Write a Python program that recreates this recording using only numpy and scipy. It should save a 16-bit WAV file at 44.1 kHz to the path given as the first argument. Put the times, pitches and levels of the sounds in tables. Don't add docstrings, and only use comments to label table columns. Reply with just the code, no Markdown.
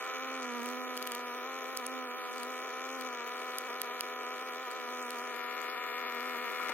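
import sys
import numpy as np
from scipy import signal
from scipy.fft import rfft, irfft, next_fast_len
from scipy.io import wavfile
from scipy.ndimage import uniform_filter1d

SR = 44100
rng = np.random.default_rng(int(sys.argv[2]) if len(sys.argv) > 2 else 0)


def transcribe(u):
    v = np.clip(np.atleast_2d(u).T, -1, 1)
    q = np.round(v * 32767).astype(np.int16)
    wavfile.write(sys.argv[1], SR, q)


def how_loud(loudness_db):
    steps = np.asarray(loudness_db, float) / 20
    return 10 ** steps


N = 297145

# freq_hz, density_db
HISS_SPECTRUM = [(30, 14), (70, 12), (120, 8), (200, -8), (1000, -8), (3000, -7), (4200, -3), (5200, -5),
                 (8000, -4), (10000, -2), (13000, 0), (15000, -1), (15850, -3), (16000, -45)]
# start_s, end_s, level_db
SLEEVE_RUSTLES = [(-.1, .22, -63), (.6, .75, -58), (.9, 1.38, -63), (1.62, 2.02, -63), (2.15, 2.62, -62.5),
                  (2.82, 3.08, -63), (3.3, 3.68, -62.5), (3.97, 4.03, -63), (4.45, 4.55, -64),
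                  (5.0, 5.26, -62), (5.59, 5.65, -62), (5.83, 5.95, -62), (6.2, 6.9, -60)]
# start_s, end_s, level_db
INSECT_SONGS = [
    (.55, 1.15, -71),
    (1.25, 1.8, -72.5),
    (2.05, 3.05, -76),
    (3.45, 5.1, -73.5),
    (5.35, 5.85, -67.5),
    (5.85, 6.66, -64.5),
]
# start_s, peak_db, ring_hz, t60_s
HAND_BUMPS = [(6.6, -37, 1138, .1), (6.606, -38, 1380, .08), (6.612, -39, 2257, .1),
              (6.622, -39, 1180, .07), (6.635, -39, 1300, .08), (6.65, -40, 1900, .06),
              (6.686, -43, 6000, .02), (6.692, -31, 2070, .05), (6.696, -33, 2400, .04),
              (6.693, -36, 1503, .04), (6.694, -41, 4800, .02), (6.696, -43, 6600, .02),
              (6.695, -29, 417, .034), (6.699, -31, 930, .05), (6.704, -35, 430, .04)]
# start_s, peak_db, centre_hz, body_db, left_minus_right_db
GLOVE_SNAPS = [
    (1.7729, -18.5, 9275, -9, -3),
    (1.8658, -20.5, 8840, -12, -4),
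    (3.5845, -19, 10500, -4, 0),
    (3.8164, -17, 9680, -4, -3.5),
    (4.0081, -17.5, 9690, -3, -3.5),
]
# start_s, peak_db, centre_hz, left_minus_right_db
RUBBER_CRACKLE = [(0.429, -38.5, 5930, 19), (0.6597, -33, 9000, 7), (0.6882, -47, 7520, -32.5),
                  (0.969, -32, 8650, 8), (0.9753, -26, 10800, -2.5), (1.0257, -27.5, 10500, 9.5),
                  (1.068, -44.5, 10400, -25.5), (1.073, -25, 11300, 7.5), (1.119, -25.5, 6800, -2),
                  (1.1485, -35.5, 9370, -12.5), (1.1508, -26.5, 10600, 3)]
# start_s, peak_db, centre_hz
SIDE_TICKS = [(0.045, -44, 6140), (0.631, -37, 12300), (2.4, -38, 6270), (3.3631, -48.5, 6140),
              (5.187, -35.5, 12300), (5.3484, -55, 11150), (5.3623, -37.5, 10500), (5.616, -36, 11500),
              (5.653, -46, 12200), (5.6994, -35, 11500), (6.5182, -39, 12100), (1.099, -60, 10460),
              (2.3303, -42, 6555), (2.381, -36.5, 6450), (2.432, -31, 8600), (3.008, -43, 6800),
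              (3.0109, -33, 7900), (3.276, -36, 11800), (4.5359, -42, 7850), (4.713, -35, 6570),
              (5.026, -35.5, 6460), (5.0643, -40.5, 6700), (5.106, -32, 6500), (6.207, -35.5, 12100),
              (6.368, -38, 12370)]
# start_s, peak_db, centre_hz
GLOVE_SLIPS = [
    (1.7677, -35, 9300),
    (1.8625, -35, 9100),
    (3.5885, -37, 8500),
]
# time_s, beat_hz
WING_BEAT = [(0, 255.7), (.11, 255.9), (.3, 266), (.56, 237.3), (.8, 255), (1.3, 244.8), (1.58, 263.6),
             (1.95, 258.4), (2.25, 248.7), (2.58, 255.9), (2.95, 262.2), (3.24, 241.3), (3.45, 256.4),
             (4.2, 250.2), (4.4, 256), (5.4, 246.3), (5.68, 250.2), (6.74, 252.3)]
# time_s, drop_hz
BEAT_FALTERS = [(1.122, 7), (1.642, 11.1), (1.822, 15.6), (2.078, 7.3), (2.392, 9.1), (2.681, 7.6),
                (3.202, 5.2), (3.499, 5.8), (3.688, 15.3), (3.879, 8.7), (4.241, 4.97), (4.368, 3.85),
                (4.501, 5.1), (4.672, 10.8), (4.868, 5.2), (5.031, 5.4), (5.172, 5.7), (5.76, 7.1),
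                (5.85, 8), (5.93, 3), (6.05, 3.5), (6.11, 5), (6.17, 9), (6.352, 10), (6.41, 3), (6.47, 9),
                (6.56, 6), (6.63, 4.1), (6.7, 2.6)]
# multiple, level_db
WING_TONES = [(2, 7.5), (3, 1.5), (4, 5), (5, 3), (6, -3.5), (7, -0.5)]
# time_s, level_db, left_minus_right_db
BEE_FACING = [(0, -59.5, -1), (.3, -51.5, -3), (.6, -46.5, -8), (.9, -52, -8), (1.35, -56, 5),
              (1.55, -59, 10), (1.97, -51.5, -12), (2.21, -57, 3), (2.45, -52.5, 3), (2.68, -61, -3),
              (3.0, -50, 3), (3.2, -60, 2), (4.05, -60.5, 2.5), (4.6, -60, -0.5), (5.05, -54.5, 5),
              (5.8, -64.5, -3.5), (6.25, -53.5, 4), (6.74, -57.5, 0)]
# time_s, slap_brightness_db, left_minus_right_db
CLOTH_PRESS = [(0, -46, 0), (.4, -47, 0.5), (.62, -49.5, -1), (1.8, -50, 1.5), (2.1, -50, -0.5),
               (3.1, -48.5, 2), (5.2, -49, 0.5), (5.44, -47, 5), (6.5, -45.5, 3.5), (6.74, -43, 5.5)]
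# time_s, slack_share
CLOTH_SLACK = [(0, 0), (.45, 0), (.55, 0.05), (5.2, 0.05), (5.4, 0.95), (6.74, 0.95)]
# centre_hz, width_hz, level_db
DULL_MODES = [(412, 75.6, 1), (674, 51, 0), (1004, 360, -7.5)]
# centre_hz, width_hz, level_db
MIDDLE_MODES = [(1246, 450, -0.5), (1377, 226, 6)]
# centre_hz, width_hz, level_db
BRIGHT_MODES_TAUT = [(1755, 160, -3.5), (1974, 87, 6), (2268, 150, 6), (2510, 144, -4), (3120, 220, -5),
                     (3610, 170, -13), (4630, 310, -24.5)]
# centre_hz, width_hz, level_db
BRIGHT_MODES_SLACK = [(1650, 220, -18), (1880, 88, 5), (2140, 120, 11), (2370, 260, -1), (2660, 60, -4),
                      (3250, 130, -9), (3470, 120, -14), (4070, 130, -21)]
# start_s, end_s, level_db
SEAM_PINGS = [
    (-.1, .4, -67),
    (.4, .7, -63.5),
    (.7, 2.02, -69),
    (2.14, 2.8, -68),
    (2.8, 3.25, -65.5),
    (3.25, 4.9, -71),
    (4.9, 5.28, -67),
    (6.66, 6.9, -76),
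]
# freq_hz, half_lead_x2_rad
PORT_LEAD = [(0, 0), (500, .3), (1500, .45), (2000, .8), (2900, .8), (3600, 2.4), (4500, 3.1), (6200, 2.1),
             (9000, .9), (13000, 1.5)]
# freq_hz, taut_share, slack_share
GATE_SHARES = [(3200, 0, 0), (3800, .25, .02), (4600, .6, .1), (5400, .15, .4), (6300, .03, .15),
               (7500, .3, .2), (8800, .4, .62), (10800, .08, .5), (11800, .02, .03), (13200, .12, .1),
               (14500, .03, .02), (15600, .2, .15)]


def evened(x):
    return x / np.sqrt(np.mean(x ** 2) + 1e-20)


def curves(rows):
    s, *columns = np.transpose(rows)
    return [np.interp(np.arange(N) / SR, s, c) for c in columns]


def read(points, hz):
    f, value = np.transpose(points)
    return np.interp(np.log(hz + 1), np.log(f + 1), value)


def ring(x, hz, width_hz):
    pole = np.exp((2j * np.pi * hz - np.pi * width_hz) / SR)
    return 2 * signal.lfilter([1 - abs(pole)], [1, -pole], x).real


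def dulled(x, hz):
    return signal.sosfilt(signal.butter(3, hz, fs=SR, output="sos"), x)


def thinned(x, hz, order=3):
    return signal.sosfilt(signal.butter(order, hz, "high", fs=SR, output="sos"), x)


def drift(size):
    return evened(uniform_filter1d(uniform_filter1d(rng.standard_normal(N), size), size))


def spells(rows, edge_s, rest_db):
    t = np.arange(N) / SR
    power = how_loud(2 * rest_db)
    for start_s, end_s, db in rows:
        swell = (np.tanh((t - start_s) / edge_s) - np.tanh((t - end_s) / edge_s)) / 2
        power = power + how_loud(2 * db) * swell
    return np.sqrt(power)


def add(mix, s, sound):
    part = mix[:, round(s * SR):][:, :sound.shape[1]]
    part += sound[:, :part.shape[1]]


def ports(x, pan_db):
    size = next_fast_len(len(x))
    half = np.exp(.5j * read(PORT_LEAD, np.fft.rfftfreq(size, 1 / SR)))
    pair = irfft(rfft(x, size) * np.array([half, 1 / half]), size)[:, :len(x)]
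    return pair * how_loud(np.array([pan_db / 2, -pan_db / 2]).reshape(2, -1))


def garden_hiss():
    frames, hz = N // 128 + 5, np.fft.rfftfreq(512, 1 / SR)
    a, b, c, d, patches = rng.standard_normal((frames, 257, 5)).T
    patches = evened(uniform_filter1d(uniform_filter1d(patches, 10, 0), 25, 1))
    left = a + 1j * b
    right = c + 1j * d - 0.16 * left
    z = np.array([left, right]) * how_loud(read(HISS_SPECTRUM, hz)[:, None] + 1.7 * patches)
    hiss = evened(signal.istft(z, nperseg=512, noverlap=384)[1][:, :N])
    return how_loud(0.5) * hiss * spells(SLEEVE_RUSTLES, edge_s=0.061, rest_db=-60)


def far_insect():
    whistle = ring(ring(rng.standard_normal(N), 12260, 300), 12260, 450)
    fuzz_db = 2.5 * drift(size=200)
    throb_hz = 80 + 8 * drift(size=2000)
    throb_db = 4.5 * np.sin(2 * np.pi * np.cumsum(throb_hz) / SR)
    song = evened(whistle * how_loud(fuzz_db + throb_db))
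    song = how_loud(6.5) * spells(INSECT_SONGS, edge_s=0.036, rest_db=-94) * song
    faint = ring(ring(rng.standard_normal(N), 10450, 110), 10450, 180)
    return ports(song + how_loud(-76) * evened(faint), 4.5)


def bumps():
    out, t = np.zeros((2, N)), np.arange(6000) / SR
    for s, db, hz, t60_s in HAND_BUMPS:
        blow = how_loud(-60 * t / t60_s) * np.sin(2 * np.pi * hz * t) * (1 - np.exp(-t / 0.000083))
        scuff = 2.0 * np.exp(-t / 0.0023) * ring(rng.standard_normal(6000), 0.2 * hz, 1500)
        push = 0.068 * np.exp(-t / 0.0097) * np.sin(2 * np.pi * 45 * t)
        add(out, s, how_loud(db) * ports(blow + scuff + push, 8.2))
    return out


def gloves():
    out, t = np.zeros((2, N)), np.arange(2000) / SR
    crackle_body_db, tick_body_db, tick_pan_db = 1, 2, 10
    rows = list(GLOVE_SNAPS)
    rows += [(s, db, hz, crackle_body_db, pan_db) for s, db, hz, pan_db in RUBBER_CRACKLE]
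    rows += [(*tick, tick_body_db, tick_pan_db) for tick in list(SIDE_TICKS) + list(GLOVE_SLIPS)]
    rise_or_fall_s = np.where(t < .0007, .0002, .0006)
    tail = .05 * (t > .0011) * np.exp(-t / .007)
    shape = np.exp(-((t - .0007) / rise_or_fall_s) ** 2) + tail
    clean_break = 3.0 * (np.arange(2000) == 36)
    push = .04 * np.exp(-t / .006) * np.sin(2 * np.pi * 70 * t)
    for s, db, hz, body_db, pan_db in rows:
        crackle = rng.choice([-1., 1.], 2000)
        burst = np.diff(shape * (crackle + clean_break), prepend=0)
        bright = ring(ring(ring(burst, hz, 4000), hz, 4500), hz, 7000)
        bright += 2.2 * ring(ring(burst, 4600, 3000), 4800, 3500)
        body = ring(ring(np.roll(burst, 26), 1900, 1500), 3500, 2800)
        snap = bright / (0.38 * np.linalg.norm(bright)) + how_loud(body_db) * body / abs(body).max() + push
        add(out, s - .0005, how_loud(db) * ports(snap, pan_db))
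    return out


def slackness():
    return np.clip(curves(CLOTH_SLACK)[0], 0, 1)


def modes(x, table, sign):
    slack = slackness()
    out = np.zeros(N)
    for k, (hz, width_hz, db) in enumerate(table):
        both = ring(x * (1 - slack), hz, width_hz) + ring(x * slack, 0.988 * hz, width_hz)
        out += sign ** k * how_loud(db) * both
    return evened(out)


def bright_rings(x):
    slack = slackness()
    out = np.zeros(N)
    for table, share in ((BRIGHT_MODES_TAUT, 1 - slack), (BRIGHT_MODES_SLACK, slack)):
        for hz, width_hz, db in table:
            out += how_loud(db) * ring(x * share, hz, width_hz)
    return evened(out)


def hollow(x):
    t = np.arange(800) / SR
    taps = rng.standard_normal((2, 800)) * np.exp(-t / 0.0049) * (t > .0008)
    taps /= np.linalg.norm(taps, axis=1, keepdims=True)
    return how_loud(-8.5) * signal.oaconvolve(x[None], taps, axes=1)[:, :N]


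def wing_hz():
    t = np.arange(N) / SR
    hz = curves(WING_BEAT)[0]
    falter_s, pickup_s = .015, .05
    for s, drop_hz in BEAT_FALTERS:
        hz = hz - drop_hz * np.exp(-((t - s) / np.where(t < s, falter_s, pickup_s)) ** 2)
    return hz


def slaps(turns, sway, place, sharp, late, scatter, steady):
    chance = rng.standard_normal((len(sway), 2))
    stroke = np.arange(len(sway)) + place
    samples = np.arange(N)
    at = np.interp(stroke + late * np.sin(sway) + scatter * chance[:, 0], turns, samples)
    force = np.exp(sharp * np.cos(sway) + 0.072 * chance[:, 1])
    usual_at = np.interp(stroke, turns, samples)
    usual = np.full_like(force, (1 - steady) * force.mean())
    out = np.zeros(N + 1)
    for where, size in ((at, -force), (usual_at, usual)):
        whole = where.astype(int)
        out += np.bincount(whole, size * (1 - where % 1), N + 1)
        out += np.bincount(whole + 1, size * (where % 1), N + 1)
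    out[-3:] = 0
    return out[:N]


def wing_whirr(turns, level_db):
    noise = (.3 + np.exp(-((turns - .55) % 1) / .2)) * rng.standard_normal((2, N))
    whirr = ring(noise, 2500, 880) + 1.8 * ring(noise, 3320, 1600)
    whirr += 2.7 * ring(noise, 270, 120)
    return how_loud(level_db) * evened(dulled(whirr, 5060))


def seam_pings(turns, sway):
    hits = how_loud(1.5 * drift(size=1500)) * slaps(turns, sway, .56, 1.15, 0.04, .01, 0.99)
    hits = hits + .25 * np.roll(hits, 86)
    ping = evened(ring(ring(hits, 6120, 800), 6050, 1600))
    return how_loud(8.0) * spells(SEAM_PINGS, edge_s=0.11, rest_db=-103) * ping


def crisp_slaps(turns, sway, bright_db):
    taps = slaps(turns, sway, .54, 0.55, 0.025, 0.004, 1.0)
    spike = ring(ring(np.diff(taps, prepend=0), 2200, 2600), 2600, 3600)
    brushed = taps + 0.45 * np.roll(taps, 74)
    sound = bright_rings(brushed) + how_loud(-13) * evened(spike)
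    return how_loud(bright_db + 1.5) * dulled(thinned(sound, 1230), 5700)


def soft_slaps(turns, sway, bright_db):
    dull = slaps(turns, sway - .3, .6, 1.1, 0.0012, 0.045, 0.0021)
    full = slaps(turns, sway - 2.5, 0.555, 1.9, 0.041, 0.0083, 0.067)
    full_db = -6.5 + 1.25 * (bright_db + 47.5)
    return how_loud(full_db) * modes(full, MIDDLE_MODES, -1.07) - how_loud(-7.5) * modes(dull, DULL_MODES, -0.76)


def wing_tones(turns, low_db):
    out = np.zeros(N)
    for k, db in WING_TONES:
        swell_db = (k == 2) * 0.28 * (low_db + 38.5)
        out -= how_loud(db + swell_db) * np.sin(2 * np.pi * k * (turns - .84))
    return how_loud(-11) * out


def lowest_tone(turns, low_db, pan_db):
    wander = .6 * drift(size=8000)
    phase = 2 * np.pi * turns + np.array([wander, -wander]) + 2.0
    return how_loud(low_db + 5.5 + np.array([pan_db, -pan_db]) / 2) * np.sin(phase)


def bee():
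    (bright_db, pan_db), (low_db, low_pan_db), hum_db = curves(CLOTH_PRESS), curves(BEE_FACING), -40.5
    unsteady = 1 + .009 * drift(size=350) + .007 * drift(size=1600)
    turns = np.cumsum(wing_hz() * unsteady) / SR
    sway = 2 * np.pi * np.cumsum(.33 + .11 * rng.standard_normal(1800))
    hum = how_loud(hum_db) * (wing_tones(turns, low_db) + soft_slaps(turns, sway, bright_db))
    sound = ports(hum + crisp_slaps(turns, sway, bright_db), pan_db)
    sound = thinned(sound, 230, order=4)
    sound = sound + hollow(sound.mean(0))
    sound += ports(seam_pings(turns, sway), pan_db + 8.0)
    sound += lowest_tone(turns, low_db, low_pan_db)
    return sound + wing_whirr(turns, hum_db - 14)


def scene():
    return garden_hiss() + far_insect() + bumps() + gloves() + bee()


def wind_filter(x):
    return thinned(x, 215, order=6) + .04 * x


def gain_control(x):
    peak_db = 20 * np.log10(abs(x).max(0) + 1e-9)
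    fall_db = np.arange(N) * 710.0 / SR
    over_db = np.maximum(np.maximum.accumulate(peak_db + fall_db) - fall_db + 28.0, 0)
    duck_db = .5 * np.roll(uniform_filter1d(over_db, 40), 100)
    return x / how_loud(duck_db)


def gate(x):
    slackens_s, thin_hz, thin_share = 5.27, 3000, .75
    hz, t, z = signal.stft([x[0] + x[1], x[0] - x[1]], SR, "cosine", nperseg=2048, noverlap=1024)
    power = abs(z) ** 2
    share = power[0, :1024].reshape(64, 16, -1).mean(1) / power[0].mean(0) ** .32
    share = uniform_filter1d(uniform_filter1d(np.log(share + 1e-30), size=3, axis=0), size=2, axis=1)
    rank = (share - uniform_filter1d(share, size=90, axis=1)).argsort(1).argsort(1) / share.shape[1]
    f, taut, slack = np.transpose(GATE_SHARES)
    taut_limit, slack_limit = [np.interp(hz[8::16], f, c)[:, None] for c in (taut, slack)]
    limit = np.where(t < slackens_s, taut_limit, slack_limit)
    treble = power[0, 300:700].mean(0)
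    sudden = treble > 3.5 * np.median(treble)
    z[0, :1024] *= np.repeat((rank >= limit) | sudden, 16, axis=0)
    strong = power > thin_share * uniform_filter1d(power, size=24, axis=1)
    z *= strong | (hz < thin_hz)[:, None] | sudden
    mid, side = signal.istft(z, SR, "cosine", nperseg=2048, noverlap=1024)[1][:, :N]
    return np.array([mid + side, mid - side]) / 2


def roll_off(x):
    return signal.sosfilt(signal.butter(12, 16670, fs=SR, output="sos"), x)


def record(dry):
    top = signal.firwin(801, 15930, window=("kaiser", 9), fs=SR)
    level = gain_control(wind_filter(dry))
    mix = gate(signal.oaconvolve(level, top[None], "same"))
    return roll_off(mix)


dry = scene()
out = record(dry)
transcribe(out)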